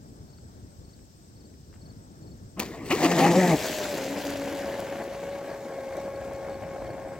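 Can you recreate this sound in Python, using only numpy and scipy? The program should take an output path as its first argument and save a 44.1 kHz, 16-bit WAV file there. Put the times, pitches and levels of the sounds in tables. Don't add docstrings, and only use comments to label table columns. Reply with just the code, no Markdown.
import sys
import numpy as np
from scipy import signal
from scipy.fft import rfft, irfft, next_fast_len
from scipy.io import wavfile
from scipy.ndimage import uniform_filter1d, map_coordinates

SR = 44100
rng = np.random.default_rng(int(sys.argv[2]) if len(sys.argv) > 2 else 0)


def wav_record(signal):
    frames = np.transpose(np.atleast_2d(signal))
    bounded = np.clip(frames, -1, 1)
    quanta = np.round(bounded * 32767).astype(np.int16)
    wavfile.write(sys.argv[1], SR, quanta)


N = 317079
T = np.arange(N) / SR


def amp(db):
    return 10 ** (np.asarray(db) / 20)


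def unit(x):
    return x / np.sqrt(np.mean(x ** 2) + 1e-20)


def along(points, hz):
    f, v = np.transpose(points)
    return np.interp(np.log(hz + 1), np.log(f + 1), v)


def curves(rows):
    s, *cols = np.transpose(rows)
    return [np.interp(T, s, c) for c in cols]


def ramp(start_s, length_s):
    return np.clip((T - start_s) / length_s, 0, 1)


def swell(centre_s, half_s):
    return np.exp(-.5 * np.minimum(((T - centre_s) / half_s) ** 2, 100))


def wobble(rate):
    knots = rng.standard_normal(int(N * rate / SR) + 4)
    return map_coordinates(knots, [T * rate])


def turning(hz):
    return 2 * np.pi * np.cumsum(hz) / SR


def filtered(x, response):
    size = next_fast_len(N + 8192)
    return irfft(rfft(x, size) * response(np.fft.rfftfreq(size, 1 / SR)), size)[..., :N]


def noise(patchy_db):
    z = signal.stft(rng.standard_normal((2, N)), nperseg=512)[2]
    field = uniform_filter1d(rng.standard_normal(z.shape[1:]), size=7, axis=0)
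    field = uniform_filter1d(field, size=8, axis=1)
    patches = amp(patchy_db * unit(field))
    return unit(signal.istft(z * patches)[1][:, :N])


def stereo(pair, spectrum, alike):
    def response(hz):
        turn = np.arccos(np.clip(along(alike, hz), -1, 1)) / 2
        return amp(along(spectrum, hz)) * np.array([np.cos(turn), np.sin(turn)])
    mid, side = filtered(pair, response)
    return unit(np.array([mid + side, mid - side]))


def lines(phase, orders, rough, flutter):
    def shake(k):
        start = np.exp(2j * np.pi * rng.random())
        return start * (1 + rough * np.sqrt(k) * (wobble(flutter) + 1j * wobble(flutter)))
    return unit(sum(amp(db) * unit(np.real(shake(k) * np.exp(1j * k * phase))) for k, db in orders))


def splats(rows, low_hz, high_hz, t60):
    out, t = np.zeros(N + SR), np.arange(SR // 10) / SR
    band = signal.butter(2, [low_hz, min(high_hz, .45 * SR)], "band", fs=SR, output="sos")
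    for start_s, peak_db in rows:
        burst = signal.sosfilt(band, rng.standard_normal(len(t)) * amp(-60 * t / t60))
        out[round(start_s * SR):][:len(t)] += amp(peak_db) * burst / np.abs(burst).max()
    return out[:N]


def placed(pair, lead):
    sides = zip(pair, (1, -1))
    return np.array([map_coordinates(x, [(T + side * lead / 2) * SR], order=5) for x, side in sides])


# frequency_hz, likeness (1 = identical)
SHORE_LIKENESS = [(35, 0.74), (90, 0.9), (300, 0.85), (1000, 0.85), (3000, 0.036)]
# time_s, level_db
WIND_STRENGTH = [(0, -50), (.4, -50), (1.45, -52), (1.9, -49), (3.7, -50.5), (4.7, -51), (5.6, -54),
                 (6.7, -49), (7.19, -51.5)]
# frequency_hz, level_db (per Hz)
WIND_SPECTRUM = [(12, -42), (20, -29), (50, -5.5), (92, -2.5), (237, -10.5), (275, -10.5), (305, -13),
                 (677, -23.5), (1010, -29.5), (1630, -34), (3000, -56.5), (3900, -67), (6600, -120)]


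def wind():
    strength_db, = curves(WIND_STRENGTH)
    gusts = amp(strength_db + 2.5 + 1.23 * wobble(5.4))
    return placed(gusts * stereo(noise(patchy_db=1.5), WIND_SPECTRUM, SHORE_LIKENESS), lead=0.00038)


# frequency_hz, level_db (per Hz)
BANK_SPECTRUM = [(800, -29), (1700, -5.5), (2600, -4.5), (4000, -1), (5300, 4), (6400, 0.5), (7400, -1),
                 (8300, 4), (9200, -19.5), (12000, -8.5), (15500, -6.5)]


def bank_hiss():
    return amp(-63.0) * stereo(noise(patchy_db=0.7), BANK_SPECTRUM, SHORE_LIKENESS)


# pitch_hz, strokes_per_s, sweep_hz, level_db
BUSH_CRICKETS = [(7340, 13.8, 495, -75.5), (8360, 16, -600, -75), (7910, 3.7, -61, -73.5),
                 (7800, 17, 697, -78), (5330, 46, -900, -75.5)]


def trills():
    out = np.zeros((2, N))
    for pitch_hz, rate, sweep_hz, level_db in BUSH_CRICKETS:
        stroke = np.cumsum(rate * (1 + .12 * wobble(rate))) / SR % 1
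        phase = turning(pitch_hz * (1 + .008 * wobble(rate)) + sweep_hz * (stroke - .5))
        rasp = np.array([lines(phase, [(0.99, 0)], rough=1.0, flutter=260) for _ in range(2)])
        force = amp(1.2 * wobble(rate))
        out += amp(level_db) * unit(np.sin(np.pi * stroke) ** 4 * force * rasp)
    return out


# start_s, level_db, wing_strokes
CRICKET_CHIRPS = [(.285, -61, 3), (.843, -61, 3), (1.359, -61, 3), (1.81, -56.5, 3), (2.224, -61, 3),
                  (6.15, -60, 1), (6.345, -58, 1), (6.495, -58, 2), (6.853, -57, 2)]


def cricket(hz=4450, fall_hz=150, stroke_gap=.043, half=0.0054):
    out, t = np.zeros(N + SR), np.arange(SR // 25) / SR
    u = (t - .01) / half
    for start_s, level_db, strokes in CRICKET_CHIRPS:
        for k in range(round(strokes)):
            tune, slide, force = rng.standard_normal(3)
            pitch = hz * (1 + 0.0085 * tune) - fall_hz * (1 + 0.41 * slide) * np.tanh(u / 2)
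            stroke = np.exp(-u * u / 2) * np.sin(turning(pitch))
            at = round((start_s + k * stroke_gap) * SR)
            out[at:][:len(t)] += amp(level_db + 1.3 * k + force) * stroke
    return out[:N]


# start_s, peak_db
RIPPLES = [(.385, -56), (.99, -56), (1.502, -61), (1.54, -59), (1.728, -51), (1.739, -50), (1.757, -54)]


def laps():
    return splats(RIPPLES, low_hz=1200, high_hz=2460, t60=.03)


def shore():
    tilt = amp([[1.0], [-1.0]])
    return wind() + (bank_hiss() + trills() + cricket() + laps()) * tilt


START_S, GO_S, LIFT_S = 2.566, 2.893, 3.545
OPEN_S, DIG_S, CLEAR_S = 0.016, 0.41, 0.021
START_M, TOP_M_PER_S, PICKUP_S = 3.14, 13.26, 1.0
NEAR_M = 6.51


def speed():
    return TOP_M_PER_S * (1 - np.exp(-np.maximum(T - GO_S, 0) / PICKUP_S))


def distance():
    return START_M + np.cumsum(speed()) / SR


def receding(doubling_db):
    return amp(doubling_db * np.log2(np.maximum(distance() / NEAR_M, 1)))


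def effort(idle_db, open_db, full_db):
    opening = (open_db - idle_db) * ramp(GO_S, OPEN_S)
    loading = (full_db - open_db) * ramp(GO_S, DIG_S)
    return ramp(START_S, .008) * amp(idle_db + opening + loading)


# centre_s, gain_db, half_length_s
RIPPLE_SURGES = [(3.646, 2, 0.027), (4.306, 2.2, 0.042), (4.68, 1.5, .11), (5.99, 2.5, .06),
                 (6.346, 1.5, 0.14), (6.749, 1.5, 0.12)]


def surge():
    return amp(sum(db * swell(s, half) for s, db, half in RIPPLE_SURGES))


# frequency_hz, likeness (1 = identical)
BOAT_LIKENESS = [(100, 1), (600, 0.94), (2000, .9), (5000, 0.77), (14000, 0.4)]
# frequency_hz, level_db (per Hz)
RESTING_CHURN = [(40, -26), (100, -6.5), (330, 3.5), (550, -6.5), (1150, -8), (1550, -22), (2000, -14),
                 (2800, -18.5), (3600, -41), (9000, -45)]
# frequency_hz, level_db (per Hz)
DRIVING_CHURN = [(40, -40), (90, -24), (150, -2.5), (310, 3.5), (480, -2.5), (800, -3.5), (1200, -11.5),
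                 (1450, -19), (1850, -6), (2400, -14), (3300, -32), (7500, -21.5), (10000, -43)]


def churn(beats, load):
    resting = stereo(noise(patchy_db=4.0), RESTING_CHURN, BOAT_LIKENESS)
    driving = stereo(beats * noise(patchy_db=2.5), DRIVING_CHURN, BOAT_LIKENESS)
    level = effort(idle_db=-40.5, open_db=-30, full_db=-24.5)
    return level * (np.sqrt(1 - load) * resting + np.sqrt(load) * driving)


# centre_s, churn_db, spray_db, half_length_s
BLADE_BITES = [(2.612, -34, -52, .018), (2.875, -56, -45.5, 0.019), (2.92, -20.5, -33, .011),
               (3.051, -20.5, -31.5, 0.016), (3.119, -23, -34, 0.0058), (3.193, -29, -31.5, 0.015),
               (3.248, -23, -34.5, 0.03)]
# frequency_hz, level_db (per Hz)
BITE_SPECTRUM = [(60, -31), (150, -5), (330, 0.5), (600, 0), (900, 0), (1200, -4), (1500, -14.5),
                 (1950, -7.5), (2800, -10), (3600, -25), (9000, -33)]


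def bites(beats):
    level = sum(amp(churn_db) * swell(s, half) for s, churn_db, _, half in BLADE_BITES)
    return level * stereo(beats * noise(patchy_db=2.5), BITE_SPECTRUM, BOAT_LIKENESS)


# multiple_of_blade_rate, level_db (relative)
GROWL_HARMONICS = [(1, 3.5), (1.5, -22), (2, 1), (2.5, -11), (3, -5.5), (4, -2.5), (5, -7.5), (6, -36),
                   (7, -19)]


def growl(phase, load):
    level = load * effort(idle_db=-33.5, open_db=-33.5, full_db=-21)
    return level * lines(phase, GROWL_HARMONICS, rough=0.38, flutter=50)


# time_s, blade_rate_hz
LABOURING_BLADES = [(2.99, 145.1), (3.08, 176.8), (3.28, 166.8), (3.39, 184.2), (3.51, 168.9),
                    (3.56, 142.5)]


def launch():
    hz, = curves(LABOURING_BLADES)
    phase = turning(hz * (1 + 0.0201 * wobble(50)))
    load = ramp(2.93, 0.11)
    beats = unit(np.exp(0.23 * np.cos(phase)) * amp(0.81 * wobble(130)))
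    under_water = 1 - ramp(LIFT_S, CLEAR_S)
    return under_water * (churn(beats, load) + bites(beats) + growl(phase, load))


# centre_s, pitch_hz, glide_octaves_per_s, level_db, half_length_s
AIR_POCKETS = [(2.592, 200, 8.5, -35, 0.014), (2.823, 291, -10, -40.5, 0.015),
               (2.936, 365.3, 21, -22, .014), (3.053, 320, -15.5, -17, .012), (3.046, 715, -2, -26.5, .018),
               (3.226, 275, 5.5, -22, .014), (3.24, 800, 2, -21.5, .026), (3.377, 550, 4, -20.5, 0.02)]


def gulps():
    out = np.zeros(N)
    for centre_s, pitch_hz, glide, level_db, half_s in AIR_POCKETS:
        pitch = pitch_hz * 2 ** (glide * np.clip(T - centre_s, -2 * half_s, 2 * half_s))
        ring = np.sqrt(2) * np.sin(turning(pitch))
        out += amp(level_db) * swell(centre_s, half_s) * ring
    return out


def drops(cycles, spread_db, count):
    when, pitch, size = rng.random((count, 3)).T[:, :, None]
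    hz, n = 1200 * 13 ** pitch, np.arange(64)
    weight = hz * amp(-spread_db * np.log(size + .004))
    rings = weight * np.sin(2 * np.pi * hz * n / SR) * np.exp(-hz * n / SR / cycles)
    places = (when * N).astype(int) + n
    return unit(np.bincount(places.ravel(), rings.ravel(), N)[:N])


WASH_DB, WASH_AT_S, WASH_T60_S = -37, 2.597, 0.32
# frequency_hz, level_db (per Hz)
SPRAY_SPECTRUM = [(700, -37), (1800, 1.5), (3400, 0.5), (4500, 1.5), (5500, -1.5), (6800, 0), (7700, -3.5),
                  (8800, -10), (11000, -8), (12700, -6.5), (14000, -7), (16000, -6)]


def spray():
    motor = effort(idle_db=-57.5, open_db=-36.5, full_db=-36)
    tail = ramp(WASH_AT_S, .03) * motor * surge() * receding(-9.5)
    decay = amp(WASH_DB - 60 * np.maximum(T - WASH_AT_S, 0) / WASH_T60_S)
    wash = ramp(WASH_AT_S - .005, 0.006) * decay
    thrown = sum(amp(spray_db) * swell(s, half) for s, _, spray_db, half in BLADE_BITES)
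    level = np.hypot(tail + wash, thrown)
    grains = np.array([drops(cycles=0.71, spread_db=3.5, count=24000) for _ in range(2)])
    kicks = (rng.random(N) < 90 / SR) * 2.5 * rng.random(N) ** 2
    skips = signal.lfilter([1], [1, -np.exp(-1 / (0.0027 * SR))], kicks)
    spatter = 1 + (.25 + .7 * ramp(6.4, .9)) * skips
    clumps = amp(1.1 * wobble(260) + 0.49 * wobble(35)) * spatter
    return level * stereo(clumps * (grains + 1.17 * noise(patchy_db=3.5)), SPRAY_SPECTRUM, BOAT_LIKENESS)


# start_s, peak_db
SHARP_SPLATS = [(2.5958, -16), (2.6, -15.5), (4.3043, -27), (4.803, -30), (5.0394, -37), (5.9687, -32.5),
                (6.25, -42), (6.335, -40)]


def splashes():
    return amp(1.0) * splats(SHARP_SPLATS, low_hz=1800, high_hz=15400, t60=0.0088)


def controller():
    hz = 7815 / (1 + speed() / 343)
    level = amp(-51) * ramp(2.84, .02) * receding(-17.5)
    return level * lines(turning(hz), [(1, 0)], rough=.9, flutter=90)


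# multiple_of_blade_rate, level_db (relative)
WHINE_OVERTONES = [(1.5, -3.5), (2, -3.5), (3, -12.5), (4, -11)]


def whine(phase):
    overtones = lines(phase, WHINE_OVERTONES, rough=.3, flutter=40)
    return lines(phase, [(1, 0)], rough=0.16, flutter=60) + amp(-23) * receding(4) * overtones


def shaft(phase):
    return amp(-38) * swell(4.29, 0.31) * lines(phase, [(.5, 0)], rough=0.41, flutter=30)


# frequency_hz, level_db (per Hz)
NEAR_SPECTRUM = [(60, -30), (170, -4), (300, -0.5), (430, -0.5), (600, -1), (820, -4.5), (1050, -10),
                 (1270, -16.5), (1550, -9.5), (2100, -14), (3000, -19), (5000, -37.5)]
# frequency_hz, level_db (per Hz)
FAR_SPECTRUM = [(60, -25), (170, -7.5), (300, -4.5), (450, -3.5), (610, 0), (780, -5.5), (1000, -14),
                (1280, -20), (1620, -15.5), (1900, -20.5), (2250, -18.5), (2750, -30), (5000, -42)]


def roar(phase):
    slaps = unit(np.exp(0.29 * np.cos(phase / 2)) * amp(2.15 * wobble(220) + 0.39 * wobble(14)))
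    far = ramp(4.434, 1.13)
    near_roar = amp(5.5) * stereo(slaps * noise(patchy_db=1.5), NEAR_SPECTRUM, BOAT_LIKENESS)
    far_roar = amp(4.0) * stereo(slaps * noise(patchy_db=1.5), FAR_SPECTRUM, BOAT_LIKENESS)
    level = amp(-39.5) * surge() * receding(-2)
    return level * (np.sqrt(1 - far) * near_roar + np.sqrt(far) * far_roar)


# time_s, blade_rate_hz, tone_db
PLANING_BLADES = [(3.58, 599.6, -37), (3.64, 641, -39), (3.92, 581, -35), (3.99, 535.3, -38),
                  (4.08, 540, -37), (4.16, 573.7, -41.5), (4.42, 557, -37.5), (4.72, 555.7, -34.9),
                  (4.85, 552, -38), (5.3, 557.8, -37.5), (5.6, 552.5, -40), (5.8, 542, -37.5),
                  (6.05, 549, -37), (6.5, 546.6, -38), (7.19, 539, -42.5)]


def planing():
    hz, tone_db = curves(PLANING_BLADES)
    phase = turning(hz * (1 + 0.0038 * wobble(25)))
    tone = amp(tone_db - 0.25) * whine(phase)
    return ramp(LIFT_S, CLEAR_S) * (tone + shaft(phase) + roar(phase))


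def scene():
    boat = launch() + gulps() + spray() + splashes() + controller() + planing()
    lead_start_s, lead_far_s = .00005, -0.000037
    lead = lead_far_s + (lead_start_s - lead_far_s) * START_M / distance()
    return shore() + placed(boat, lead)


# frequency_hz, left_minus_right_db
PORT_DIFFERENCE = [(200, 1.5), (5000, 2.5), (6800, 3.5), (8600, -3), (10500, 1.5), (15000, 1.5)]


def record(dry):
    def response(hz):
        sides_db = np.outer([.5, -.5], along(PORT_DIFFERENCE, hz))
        return amp(sides_db) * (hz < 15900)
    return filtered(dry, response)


dry = scene()
out = record(dry)
wav_record(out)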